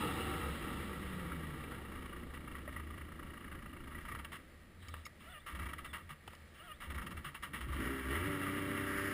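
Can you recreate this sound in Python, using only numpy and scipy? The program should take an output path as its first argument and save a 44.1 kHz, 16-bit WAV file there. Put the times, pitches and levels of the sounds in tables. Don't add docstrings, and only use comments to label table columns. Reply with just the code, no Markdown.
import sys
import numpy as np
from scipy import signal
from scipy.fft import rfft, irfft, next_fast_len
from scipy.io import wavfile
from scipy.ndimage import uniform_filter1d

SR = 44100
rng = np.random.default_rng(int(sys.argv[2]) if len(sys.argv) > 2 else 0)


def dump(signal):
    limited = np.clip(np.atleast_2d(signal).T, -1, 1)
    pcm = np.round(limited * 32767).astype(np.int16)
    wavfile.write(sys.argv[1], SR, pcm)


def amplitude_ratio(level_db):
    exponent = np.asarray(level_db, float) / 20
    return 10 ** exponent


N = 402633
TIME = np.arange(N) / SR
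COAST_S, STALL_S, CATCH_S, FIRST_PULSE_S = 2.4, 4.0, 7.76, 7.6
FRAME_HZ = 72.05

# start_s, rate_hz
SPEED_HZ = [(0, 36), (1, 30), (1.5, 28.8), (2.5, 28.55), (2.8, 27.8), (4, 27.9), (7.55, 30), (7.72, 39),
            (7.76, 50.8), (7.83, 53.5), (7.885, 67.5), (8.07, 65.5), (8.11, 69), (8.165, 81.5),
            (8.27, 97.8), (8.37, 94.8), (8.55, 96.5), (9.13, 98)]
# start_s, pitch_surge_share [0-1], whistle_db
STARTS = [
    (5.2, 0.96, -5.5),
    (6.543, .7, -4),
]
# mode_hz, width_hz, level_db
COWL = [(928, 86, -9), (1170, 141, 0), (1347, 177, -2.5), (1639, 122, -5), (1907, 171, 0), (2256, 247, -8),
        (2696, 74, -8), (2850, 274, -11.5), (3200, 530, -19)]
# mode_hz, width_hz, level_db
PANELS = [(1210, 224, 2), (1940, 92, -16), (2830, 49, -26)]
# mode_hz, width_hz, level_db
SMALL_PARTS = [(1200, 83, -5), (1940, 40, -6), (2880, 59, -2)]
# mode_hz, width_hz, level_db
HOUSING = [(2830, 150, 4), (3160, 110, 5), (3460, 120, 7), (3720, 200, 4)]


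def level(x):
    return x / np.sqrt(np.mean(x ** 2))


def curves(table, outside=None):
    s, *columns = np.transpose(table)
    return [np.interp(TIME, s, c, outside, outside) for c in columns]


def dip(s, half_s, db):
    return amplitude_ratio(db * np.exp(-((TIME - s) / half_s) ** 2))


def decay(t, t60_s):
    return np.exp(-np.log(1000) * t / t60_s)


def walk(rate_hz):
    k = int(SR / rate_hz)
    steps = np.repeat(rng.standard_normal(N // k + 1), k)
    return 1.288 * uniform_filter1d(uniform_filter1d(steps, k), k)[:N]


def add(out, s, x):
    i = int(s * SR)
    out[i:i + len(x)] += x[:N - i]


def ring(x, modes):
    out = 0
    for k, (hz, width_hz, db) in enumerate(modes):
        b, a = signal.iirpeak(hz, hz / (1.336 * width_hz), SR)
        out = out + (-1) ** k * amplitude_ratio(db) * signal.lfilter(b, a, signal.lfilter(b, a, x))
    return out


def coloured(spectrum, lo_hz, hi_hz):
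    size = next_fast_len(N)
    hz = np.fft.rfftfreq(size, 1 / SR) + 1e-3
    f, db = np.transpose(spectrum)
    gain = amplitude_ratio(np.interp(np.log(hz), np.log(f), db))
    gain = gain / np.sqrt(np.sum(gain[(hz > lo_hz) & (hz < hi_hz)] ** 2) / len(hz))
    return irfft(rfft(rng.standard_normal(size)) * gain, size)[:N]


def glide(table, patchy_db, rate_hz):
    hz = curves(table)[0] * (1 + 0.00208 * patchy_db * walk(rate_hz))
    gain = amplitude_ratio(curves(table, -150)[1] + 2.0 + patchy_db * walk(rate_hz))
    return gain * np.sin(2 * np.pi * np.cumsum(hz) / SR)


def strokes(hz):
    regimes = [
        (-13, .2, 3.3),
        (-9, .81, 1.4),
        (-6, .7, 2),
        (-.9, .4, .9),
    ]
    pull_from_hz, pull_span_hz = 33, 27
    coast, idle, catch, pull = np.array(regimes)[:, :, None]
    settled = np.clip(TIME / COAST_S, 0, 1)
    pulling = np.clip((hz - pull_from_hz) / pull_span_hz, 0, 1)
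    out = np.where(TIME < STALL_S, coast + (idle - coast) * settled, catch + (pull - catch) * pulling)
    silent = (TIME > STALL_S) & (TIME < FIRST_PULSE_S)
    return out[0] - 24 * uniform_filter1d(1. * silent, SR // 16), out[1], out[2]


def engine(rumble_db):
    # mode_hz, width_hz, level_db
    pipe_modes = [(104, 60, -2.5), (127.8, 6.4, 3.5), (223.4, 26, 1.5), (268.4, 74, 1), (348.4, 27, -0.5),
                  (403, 27.7, 1), (502, 32, -16), (590, 32, -7.5)]
    pattern = [0, -8, -3]
    # freq_hz, density_db
    rumble_spectrum = [(53, -20), (90, -3), (108, -13), (135, -1.5), (227, -3.5), (350, -4.5), (416, -17.5),
                       (583, -15.5), (681, -25.5), (900, -24.5), (1170, -38), (1980, -120)]
    # centre_s, half_s, depth_db
    low_dip = (8.19, 0.054, -12)
    middle_dip = (7.97, .08, -10)
    high_dip = (7.76, .04, -8)
    # mode_hz, width_hz, depth_db
    still_hollow = (296, 137, -3.5)
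    # centre_s, half_s, depth_db
    weak_firings = [(1.235, .012, -3), (2.24, 0.012, -4), (2.275, 0.013, -8), (2.445, 0.011, -6),
                    (2.64, .02, -4), (2.866, 0.012, -4), (3.305, 0.0065, -3), (3.588, 0.011, -2)]
    # centre_s, half_s, depth_db
    misfires = [
        (8.033, 0.015, -8),
        (8.194, 0.017, -7),
    ]
    strong_firing_s, idle_lope, throb = 3.549, 1, 0.075
    tick_db, tick_scatter_db = -12, 1
    cowl_idle_db, cowl_pull_db = -2.5, -2

    coasting = TIME < STALL_S
    stopped = (TIME > STALL_S) & (TIME < FIRST_PULSE_S)
    hz, = curves(SPEED_HZ)
    pulse_db, depth, scatter_db = strokes(hz)
    turns = np.cumsum(hz * (1 + .004 * scatter_db * walk(40))) / SR
    turns = turns + -turns[int(strong_firing_s * SR)] % len(pattern)
    cycle = turns.astype(int)
    firing = np.diff(cycle, prepend=cycle[0])
    size_db = scatter_db * rng.standard_normal(N // 100)[cycle]
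    steady = np.clip(1 - uniform_filter1d(np.abs(np.gradient(hz)), SR // 6) * SR / 40, .2, 1)
    pattern_db = steady * np.array(pattern)[cycle % len(pattern)]
    kicks = firing * amplitude_ratio(size_db + pattern_db) / np.sqrt(hz)

    share = np.clip(amplitude_ratio(pulse_db), 0, .99)
    high = ring(kicks, pipe_modes[5:6]) - dip(*middle_dip) * ring(kicks, pipe_modes[6:])
    pipe = dip(*low_dip) * ring(kicks, pipe_modes[:4])
    pipe = pipe + dip(*middle_dip) * ring(kicks, pipe_modes[4:5]) - dip(*high_dip) * high
    pipe = pipe / np.sqrt(uniform_filter1d(pipe ** 2, SR // 8))
    rumble = pipe * share + coloured(rumble_spectrum, 110, 630) * np.sqrt(1 - share ** 2)

    phase, depth = turns % 1, np.clip(depth, 0, 1)
    later = (phase + .5) % 1
    puff = 9.5 * phase * np.exp(-(phase / .19) ** 2) + 4.5 * later * np.exp(-later / .08)
    lope = np.where(coasting, idle_lope, 0.86)
    puff = 1 - depth + depth * amplitude_ratio(size_db + lope * pattern_db) * puff
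    puff = puff / np.sqrt(uniform_filter1d(puff ** 2, SR // 4))

    running = amplitude_ratio(rumble_db) * (amplitude_ratio(cowl_idle_db) * coasting + amplitude_ratio(cowl_pull_db) * (TIME > CATCH_S))
    scatter = tick_scatter_db * rng.standard_normal((len(SMALL_PARTS), N // 100))
    strikes = firing * amplitude_ratio(scatter[:, cycle]) * coasting
    ticks = level(sum(ring(x, [mode]) for x, mode in zip(strikes, SMALL_PARTS)))
    rap = amplitude_ratio(-4.5) * level(ring(kicks, PANELS)) + amplitude_ratio(tick_db) * ticks
    rap = depth ** 2 * running * rap

    rumble = rumble * (1 + throb * (puff - 1) * coasting)
    rumble = rumble * amplitude_ratio(2.56 * walk(10) * stopped)
    hollow_hz, hollow_width_hz, hollow_db = still_hollow
    middle = ring(rumble, [(hollow_hz, hollow_width_hz, 0)])
    rumble = rumble - (1 - amplitude_ratio(hollow_db)) * stopped * middle
    for weak in weak_firings:
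        puff, rap = puff * dip(*weak), rap * dip(*weak)
    for misfire in misfires:
        rumble = rumble * dip(*misfire)
    return amplitude_ratio(rumble_db) * rumble + rap, puff * running * amplitude_ratio(1.15 * walk(60)), kicks, share


def coughs():
    # start_s, peak_db,
    # length_s
    puff_rows = [(0.725, -49, 0.011), (1.54, -57, .012), (2.335, -41, 0.024), (2.51, -48, 0.017),
                 (2.722, -47, 0.028), (2.974, -46, 0.012), (3.265, -49, .012), (3.69, -59, 0.011),
                 (3.835, -56, .012), (3.87, -52, 0.017), (2.553, -46, 0.019), (2.765, -48, 0.028),
                 (3.91, -47.5, 0.041), (3.945, -50, 0.027), (3.978, -45, 0.011), (4.004, -41, 0.013),
                 (4.046, -39, 0.016), (4.077, -36.5, 0.022), (4.111, -36, 0.017), (4.144, -33.5, 0.014),
                 (4.186, -32.5, 0.012), (4.242, -30.5, 0.0084), (4.315, -34.5, 0.044), (4.82, -52, 0.14),
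                 (4.95, -54, 0.066), (6.29, -53, 0.067), (8.1, -38, 0.047), (9.115, -50, .03),
                 (5.459, -35, 0.057), (5.545, -37, 0.022), (5.586, -34, 0.019), (5.614, -38, 0.033),
                  (5.652, -34.5, 0.015), (5.683, -36.5, 0.025), (5.7276, -34, 0.013), (5.778, -38, 0.025),
                  (5.841, -36, 0.027), (5.927, -34, 0.047), (6.088, -36.5, 0.031), (6.799, -38, 0.064),
                  (6.83, -61, 0.022), (6.898, -37.5, 0.022), (6.942, -33, 0.018), (6.974, -35, 0.022),
                  (7.012, -36.5, 0.022), (7.06, -31, 0.013), (7.103, -33.5, 0.018), (7.1635, -37.5, 0.021),
                  (7.241, -35, 0.042), (7.341, -32.5, 0.021), (7.421, -31.5, 0.035), (7.529, -32, 0.045),
                  (7.604, -35.5, 0.034), (7.68, -44.5, 0.034), (7.718, -37, 0.052)]
    lag_s, rise_s = .002, .0018
    upper_db, upper_db_per_s, upper_wait_s = -5, 158, 0.06
    out, t = np.zeros((2, N)), np.arange(SR // 5) / SR
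    rows = sorted(puff_rows)
    waits_s = np.diff([0] + [r[0] for r in rows])
    for (s, db, length_s), wait_s in zip(rows, waits_s):
        body = np.exp(-(t / (1.063 * length_s)) ** 1.87) + 0.072 * np.exp(-t / 0.042)
        shape = amplitude_ratio(db - 12.0) * (1 - np.exp(-t / rise_s)) * body
        add(out[0], s + lag_s, shape)
        add(out[1], s + lag_s, shape * amplitude_ratio(upper_db + upper_db_per_s * min(wait_s, upper_wait_s)))
    return out * amplitude_ratio(1.16 * walk(150))


def cowl_noise(gate, lone, upper, grind):
    # mode_hz, width_hz, level_db
    loose_panel = [(2360, 51, -13), (3220, 89, -14)]
    pull_low_db, ring_db, fizz_db = -2.5, -9.5, -24.5
    noise = rng.standard_normal((2, N))
    unit = np.sqrt(np.mean(ring(noise[0], COWL) ** 2))
    breath = noise[0] * (gate + lone)
    out = amplitude_ratio(pull_low_db * (TIME > CATCH_S)) * ring(breath, COWL[:2]) + ring(breath, COWL[2:6])
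    out = out + ring(noise[1] * (gate + upper + 1.4 * grind), COWL[6:])
    out = out + amplitude_ratio(-6) * ring(noise[1] * lone, PANELS[1:2])
    out = out + amplitude_ratio(-20) * ring(noise[0] * grind, HOUSING)
    out = out + amplitude_ratio(ring_db) * ring(noise[1] * lone, SMALL_PARTS)
    out = out + ring(noise[0] * (lone + 1.5 * grind), loose_panel)
    out = out + amplitude_ratio(fizz_db) * ring(noise[1] * (lone + 2.13 * grind), [(5240, 640, 0)])
    return out / unit


def rocking(effort_db):
    # peak_s, peak_db, rise_s, fall_s
    surges = [(.42, -48, 0.046, 0.1), (1.35, -59, 0.19, .15), (2.01, -60, 0.049, 0.11),
              (2.98, -54, 0.39, 0.049), (4.15, -52, 0.12, .1), (4.6, -59, .04, 0.024),
              (4.94, -50.5, 0.13, 0.079), (5.29, -64, 0.11, 0.03), (5.545, -47, 0.022, .025),
              (5.63, -42, 0.033, 0.054), (5.79, -58, 0.044, .04), (5.91, -58, 0.043, 0.05),
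              (6.07, -62, .05, .04), (6.28, -57, 0.019, 0.034), (6.43, -63, 0.065, 0.08),
              (6.9, -44.5, 0.026, 0.018), (6.975, -42.5, 0.026, 0.038), (7.17, -49, 0.043, 0.042),
              (7.7, -41, 0.082, 0.11), (7.9, -54, 0.069, 0.031), (8.1, -47, 0.076, 0.073),
              (8.24, -40, 0.095, 0.051), (8.98, -58, .1, .04)]
    boom_db, boom_slope, fall_db_per_hz = -53.5, 0.63, .3
    over_hz = np.clip(curves(SPEED_HZ)[0] - FRAME_HZ, 0, None)
    out = amplitude_ratio(boom_db + boom_slope * (effort_db + 52.5) - fall_db_per_hz * over_hz)
    out = out * ((TIME < STALL_S) + 0.58 * (TIME > STALL_S))
    for s, db, rise_s, fall_s in surges:
        out = out + amplitude_ratio(db) * np.exp(-((TIME - s) / np.where(TIME < s, rise_s, fall_s)) ** 2)
    return out


def frame(kicks, share):
    # start_s, pitch_hz
    frame_pitch = [(0, 70.7), (1.5, 71), (3, 72.43), (4.3, 73), (4.85, 83.7), (5.0, 78.1), (5.55, 66),
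                   (5.9, 76), (6.5, 77.7), (6.9, 65.8), (7.2, 78), (7.6, 70), (9.13, 72.1)]
    size = next_fast_len(N)
    loose = level(ring(rng.standard_normal(N), [(FRAME_HZ, 11.8, 0)]))
    shift = 2 * np.pi * np.cumsum(curves(frame_pitch)[0] - FRAME_HZ) / SR
    loose = np.real(signal.hilbert(loose, size)[:N] * np.exp(1j * shift))
    driven = level(ring(kicks, [(62.5, 17.5, 0)]))
    swing = np.sqrt(1 - share ** 2) * loose + 1.24 * share * driven
    swing = swing / np.sqrt(uniform_filter1d(swing ** 2, SR // 5))
    return level(swing / (np.abs(signal.hilbert(swing, size)[:N]) + 0.8))


def starter():
    # after_start_s, mesh_hz, level_db, grind_db
    spin = [(0, 560, -78, -64), (.04, 578, -70, -64), (.062, 600, -55, -65), (.095, 735, -59, -66),
            (.125, 735, -57, -64), (.145, 640, -50, -66), (.18, 597, -49, -64), (.198, 585, -62, -80),
            (.245, 585, -86, -85)]
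    # multiple, level_db
    mesh = [(1, -12), (2, 0), (3, -6), (4, -11), (5, -22)]
    rest_hz = 594
    whine, grind = 0, 0
    for s, surge, _ in STARTS:
        table = [(s + d, rest_hz + surge ** .4 * (hz - rest_hz), *rest) for d, hz, *rest in spin]
        hz = curves(table)[0]
        _, db, noise_db = curves(table, -150)
        phase = 2 * np.pi * np.cumsum(hz * (1 + 0.008 * walk(220))) / SR
        for k, harmonic_db in mesh:
            waver_db = 2.3 * walk(90) + 1.5 * walk(500)
            whine = whine + amplitude_ratio(db + harmonic_db + waver_db) * np.sin(round(k) * phase)
        grind = grind + amplitude_ratio(noise_db)
    return whine, grind


def tones():
    # after_start_s, pitch_hz, level_db
    whistle_path = [(.04, 2780, -80), (.06, 2850, -56), (.108, 3620, -62), (.126, 3480, -59),
                    (0.151, 2830, -57), (.175, 2850, -52.5), (.19, 3200, -63), (.207, 3600, -63),
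                    (.232, 3920, -74)]
    # start_s, pitch_hz, level_db
    freewheel = [(5.85, 3700, -78), (5.87, 3650, -68), (5.91, 3480, -66), (5.935, 3250, -70),
                 (5.95, 3200, -78)]
    # after_start_s, pitch_hz, level_db
    release_path = [(.2, 1850, -80), (.225, 1950, -69), (.25, 2150, -67), (.27, 2200, -80)]
    # start_s, pitch_hz, level_db
    track = [(.58, 227, -68), (.7, 216.4, -52.5), (1.03, 194, -49.5), (1.33, 167.3, -47),
             (1.57, 144, -53.5), (1.81, 120, -59), (1.92, 106, -68)]
    rest_hz, surge_end_s = 2830, .16
    spins = []
    for s, surge, gain_db in STARTS:
        spins.append([(s + d, rest_hz + (surge if d < surge_end_s else 1) * (hz - rest_hz), db + gain_db)
                      for d, hz, db in whistle_path])
    whistle = sum(glide(t, 3.5, 200) for t in spins + [freewheel])
    releases = [[(s + d, hz, db) for d, hz, db in release_path] for s, _, _ in STARTS]
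    release = sum(glide(t, 2.5, 120) for t in releases)
    return glide(track, .3, 15) + release + .4 * whistle + .6 * ring(whistle, HOUSING)


def knocks():
    # start_s, peak_db, t60_s, low_db, high_db
    knock_rows = [(1.3194, -35, 0.031, -18, -39), (1.6372, -37.5, 0.035, -16, -36),
                  (1.718, -40.5, 0.09, -13, -37), (2.5513, -44, 0.037, -26, -38),
                  (2.6777, -46, 0.056, -12, -42), (2.766, -37, 0.035, -26, -41),
                  (3.515, -41.5, 0.18, -18, -36), (4.8836, -54, 0.025, -2, 1.5),
                  (4.9392, -36, 0.04, -11, -27), (4.965, -53, 0.036, -4, -28), (5.053, -61, 0.045, -29, -4),
                  (5.0649, -43.5, 0.023, -4, -15), (6.2767, -38.5, 0.032, -6, -21),
                  (6.331, -45, 0.033, -8, -26), (6.35, -58, 0.027, -20, -3)]
    out, t = np.zeros((3, N)), np.arange(SR // 8) / SR
    bursts = rng.standard_normal((len(knock_rows), len(t)))
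    for (s, db, t60_s, low_db, high_db), noise in zip(knock_rows, bursts):
        burst = (0.81 * noise + 2.1 * (t == 0)) * decay(t, t60_s)
        for row, extra_db in zip(out, (0, low_db, high_db)):
            add(row, s, amplitude_ratio(db + extra_db) * burst)
    body = 2.7 * ring(out[0], COWL) + 4.4 * ring(out[0], PANELS)
    thud = 6 * ring(out[1], [(550, 330, -0.5), (930, 230, 0), (2850, 590, -1.8)])
    return body + thud + 4 * ring(out[2], [(5500, 530, 2.5), (4700, 2000, -2)])


def pings():
    # start_s, peak_db, pitch_hz, t60_s
    ping_rows = [(1.319, -31, 1370, 0.026), (1.319, -40, 1630, 0.036), (1.72, -46.5, 1930, 0.13),
                 (2.342, -46, 1940, 0.081), (2.552, -43.5, 1940, 0.067), (2.677, -42.5, 590, 0.064),
                 (2.677, -48, 1127, .06), (2.677, -42, 1896, 0.05), (2.763, -37.5, 1940, 0.05),
                 (3.948, -42, 1940, .09), (4.117, -42, 1904, 0.086), (4.82, -56, 3080, .04),
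                 (4.884, -52, 3100, .035), (4.884, -58, 4700, .03), (4.89, -62, 5450, .03),
                 (4.884, -51, 2250, .06), (4.889, -49, 1200, .06), (4.9397, -39, 1236, 0.038),
                 (4.9397, -43, 2900, .03), (4.946, -49, 1810, 0.056), (4.965, -56, 1200, 0.045),
                 (5.052, -48, 5330, .035), (5.052, -57, 4950, .06), (5.056, -41.5, 2170, 0.043),
                 (5.054, -54, 2780, 0.064), (5.054, -56, 3760, 0.038), (5.064, -42, 1210, 0.033),
                 (5.064, -50, 5370, 0.031), (5.065, -60, 4940, 0.05), (5.068, -44, 1940, 0.032),
                 (5.077, -64, 2100, .05), (1.638, -47, 2330, 0.048), (6.277, -43, 1260, 0.042),
                 (6.277, -46, 3000, 0.034), (6.35, -56, 2930, .04)]
    rise_s = 0.00081
    out, t = np.zeros(N), np.arange(SR // 6) / SR
    for s, db, hz, t60_s in ping_rows:
        swell = amplitude_ratio(db + 1.5) * (1 - np.exp(-t / rise_s)) * decay(t, t60_s)
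        add(out, s, swell * np.sin(2 * np.pi * hz * t))
    return out * amplitude_ratio(1.6 * walk(250))


def bumps():
    # start_s, peak_db, pitch_hz, t60_s
    bump_rows = [(4.081, -61, 168, 0.13), (5.328, -57, 148, 0.1), (6.108, -46.5, 148, 0.1),
                 (6.115, -57, 225, .08), (7.259, -49, 145, 0.15), (7.439, -54, 197, .1),
                 (7.529, -57, 138, 0.19), (7.672, -49, 152, 0.12), (8.269, -43, 162, 0.22)]
    out, t = np.zeros(N), np.arange(SR // 4) / SR
    for s, db, hz, t60_s in bump_rows:
        swell = amplitude_ratio(db + 9.5) * (1 - np.exp(-t / 0.0095)) * decay(t, t60_s)
        add(out, s, swell * np.sin(2 * np.pi * hz * t))
    return out


def air():
    # start_s, level_db
    wind_db = [(0.0, -57), (1.86, -58), (1.98, -53), (2.8, -62), (3.25, -57), (4.15, -55), (4.32, -66),
               (4.7, -63), (5.1, -66), (5.44, -66), (5.59, -56), (6.41, -73), (7.02, -54), (7.32, -62),
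               (7.63, -65), (9.13, -71)]
    # start_s, level_db
    slide_db = [(0, -42.5), (.5, -47.5), (1, -57.5), (2, -63), (2.6, -65.5)]
    # mode_hz, width_hz, level_db
    skis = [(313.7, 14, 8.5), (365, 10.7, 8), (468, 58, 3.5), (772, 21, 1), (882, 110, -1.5),
            (1160, 35, 3.5), (1260, 42, 3.5), (1337, 32, 5.5), (2707, 35, 0.5), (2870, 30, 1),
            (3350, 51, -16), (3893, 27, -6), (4040, 35, -13)]
    # start_s, level_db
    intake_db = [(7.8, -55), (8.3, -63), (8.7, -72), (8.9, -46.5), (9.13, -48.5)]
    # start_s, level_db
    rattle_db = [(0, -63), (.8, -59.5), (1.3, -59), (2.1, -65), (2.7, -76)]
    # start_s, level_db
    brush_db = [(4.77, -88), (4.82, -69), (4.92, -67), (5.0, -70), (5.05, -86)]
    # freq_hz, density_db
    quiet = [(290, -18), (500, -4.5), (855, -13), (1200, -22), (1560, -9), (1860, -3.5), (2580, -14),
             (4420, -19), (5900, -23), (7670, -73), (13000, -120)]
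    quiet_db = -79
    noise = rng.standard_normal((3, N))
    wind = amplitude_ratio(curves(wind_db)[0]) * level(ring(noise[0], [(27.6, 47, 0)]))
    scrape = 0
    for mode in skis:
        fade_db = 6.0 * TIME * (mode[0] > 2500)
        scrape = scrape + amplitude_ratio(2.5 * walk(14.2) - fade_db) * ring(noise[1], [mode])
    slide = amplitude_ratio(curves(slide_db, -150)[0] + 2 * walk(16.0)) * level(scrape)
    howl = level(ring(noise[2], [(1670, 400, 0), (5120, 940, -24)]))
    intake = amplitude_ratio(curves(intake_db, -150)[0] + 2 * walk(30)) * howl
    rails = level(ring(noise[2], [(471, 93, 4), (780, 98, -11.0)]))
    rattle = amplitude_ratio(curves(rattle_db, -150)[0] + 2.1 * walk(25.06)) * rails
    glove = level(ring(noise[0], [(3500, 1000, 0), (4010, 190, 0)]))
    brush = amplitude_ratio(curves(brush_db, -150)[0]) * glove
    still = amplitude_ratio(quiet_db + 1.1 * walk(9)) * coloured(quiet, 4030, 6100)
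    return brush + wind + slide + rattle + intake + still


def scene():
    # start_s, level_db
    effort = [(0, -43.5), (.94, -48), (2.3, -53), (4.15, -54.5), (4.5, -63), (5.39, -65.5), (5.62, -55),
              (6.2, -63), (6.79, -64), (6.93, -55), (7.4, -60), (7.72, -52.5), (7.8, -42), (8.0, -44),
              (8.035, -45.5), (8.08, -43.5), (8.26, -40.5), (9.13, -41.5)]
    # freq_hz, density_db
    hiss_spectrum = [(1940, -10), (3300, -2), (4000, -6.5), (4310, -14), (5430, -15.5), (5900, -57),
                     (7670, -59), (13000, -120)]
    cowl_still_db = -5.5
    hiss_start_db, hiss_fall_db_per_s, hiss_effort_db, hiss_puff_db = -57.5, 10.5, -23.5, -20.5
    rumble_db, = curves(effort)
    exhaust, puffs, kicks, share = engine(rumble_db)
    lone, upper = coughs()
    whine, grind = starter()
    still = (TIME > STALL_S) * (TIME < CATCH_S)
    gate = puffs + amplitude_ratio(rumble_db + cowl_still_db) * still + grind
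    cowl = cowl_noise(gate, lone, upper, grind)
    spill = amplitude_ratio(-14.0) * (gate + lone) * coloured(
        [(400, -2.0), (700, 1.0), (3500, -7.0), (4400, -15.5), (5300, -9.5), (5800, -14.5), (6200, -64)],
        320, 6000)
    whine = (.7 * whine + 1.1 * ring(whine, [(710, 140, 0)]) + 0.72 * ring(whine, COWL[:3])
             + 0.4 * ring(whine, COWL[5:6]))
    snow = amplitude_ratio(hiss_start_db - hiss_fall_db_per_s * TIME) + amplitude_ratio(rumble_db + hiss_effort_db)
    snow = snow + amplitude_ratio(hiss_puff_db) * (upper + 3 * grind)
    hiss = amplitude_ratio(-3.0) * snow * coloured(hiss_spectrum, 3570, 5500)
    boom = rocking(rumble_db) * frame(kicks, share)
    mono = exhaust + boom + cowl + spill + hiss + whine + tones() + knocks() + pings() + bumps() + air()
    return np.array([mono, mono])


def roll_off(x):
    return signal.sosfilt(signal.butter(12, 15730, fs=SR, output="sos"), x)


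def record(dry):
    slow = signal.resample_poly(dry[0], 40, 147)
    held = signal.resample_poly(np.repeat(slow, 4), 147, 160)[:N]
    held = signal.sosfilt(signal.ellip(8, .2, 70, 15330, fs=SR, output="sos"), held)
    hum = level(ring(rng.standard_normal(N), [(4350, 4600, 0.5), (556, 690, 9)]))
    side = amplitude_ratio(-37) * held * walk(40) + amplitude_ratio(-85.0) * hum
    return roll_off(np.array([held + side, held - side]))


dry = scene()
out = record(dry)
dump(out)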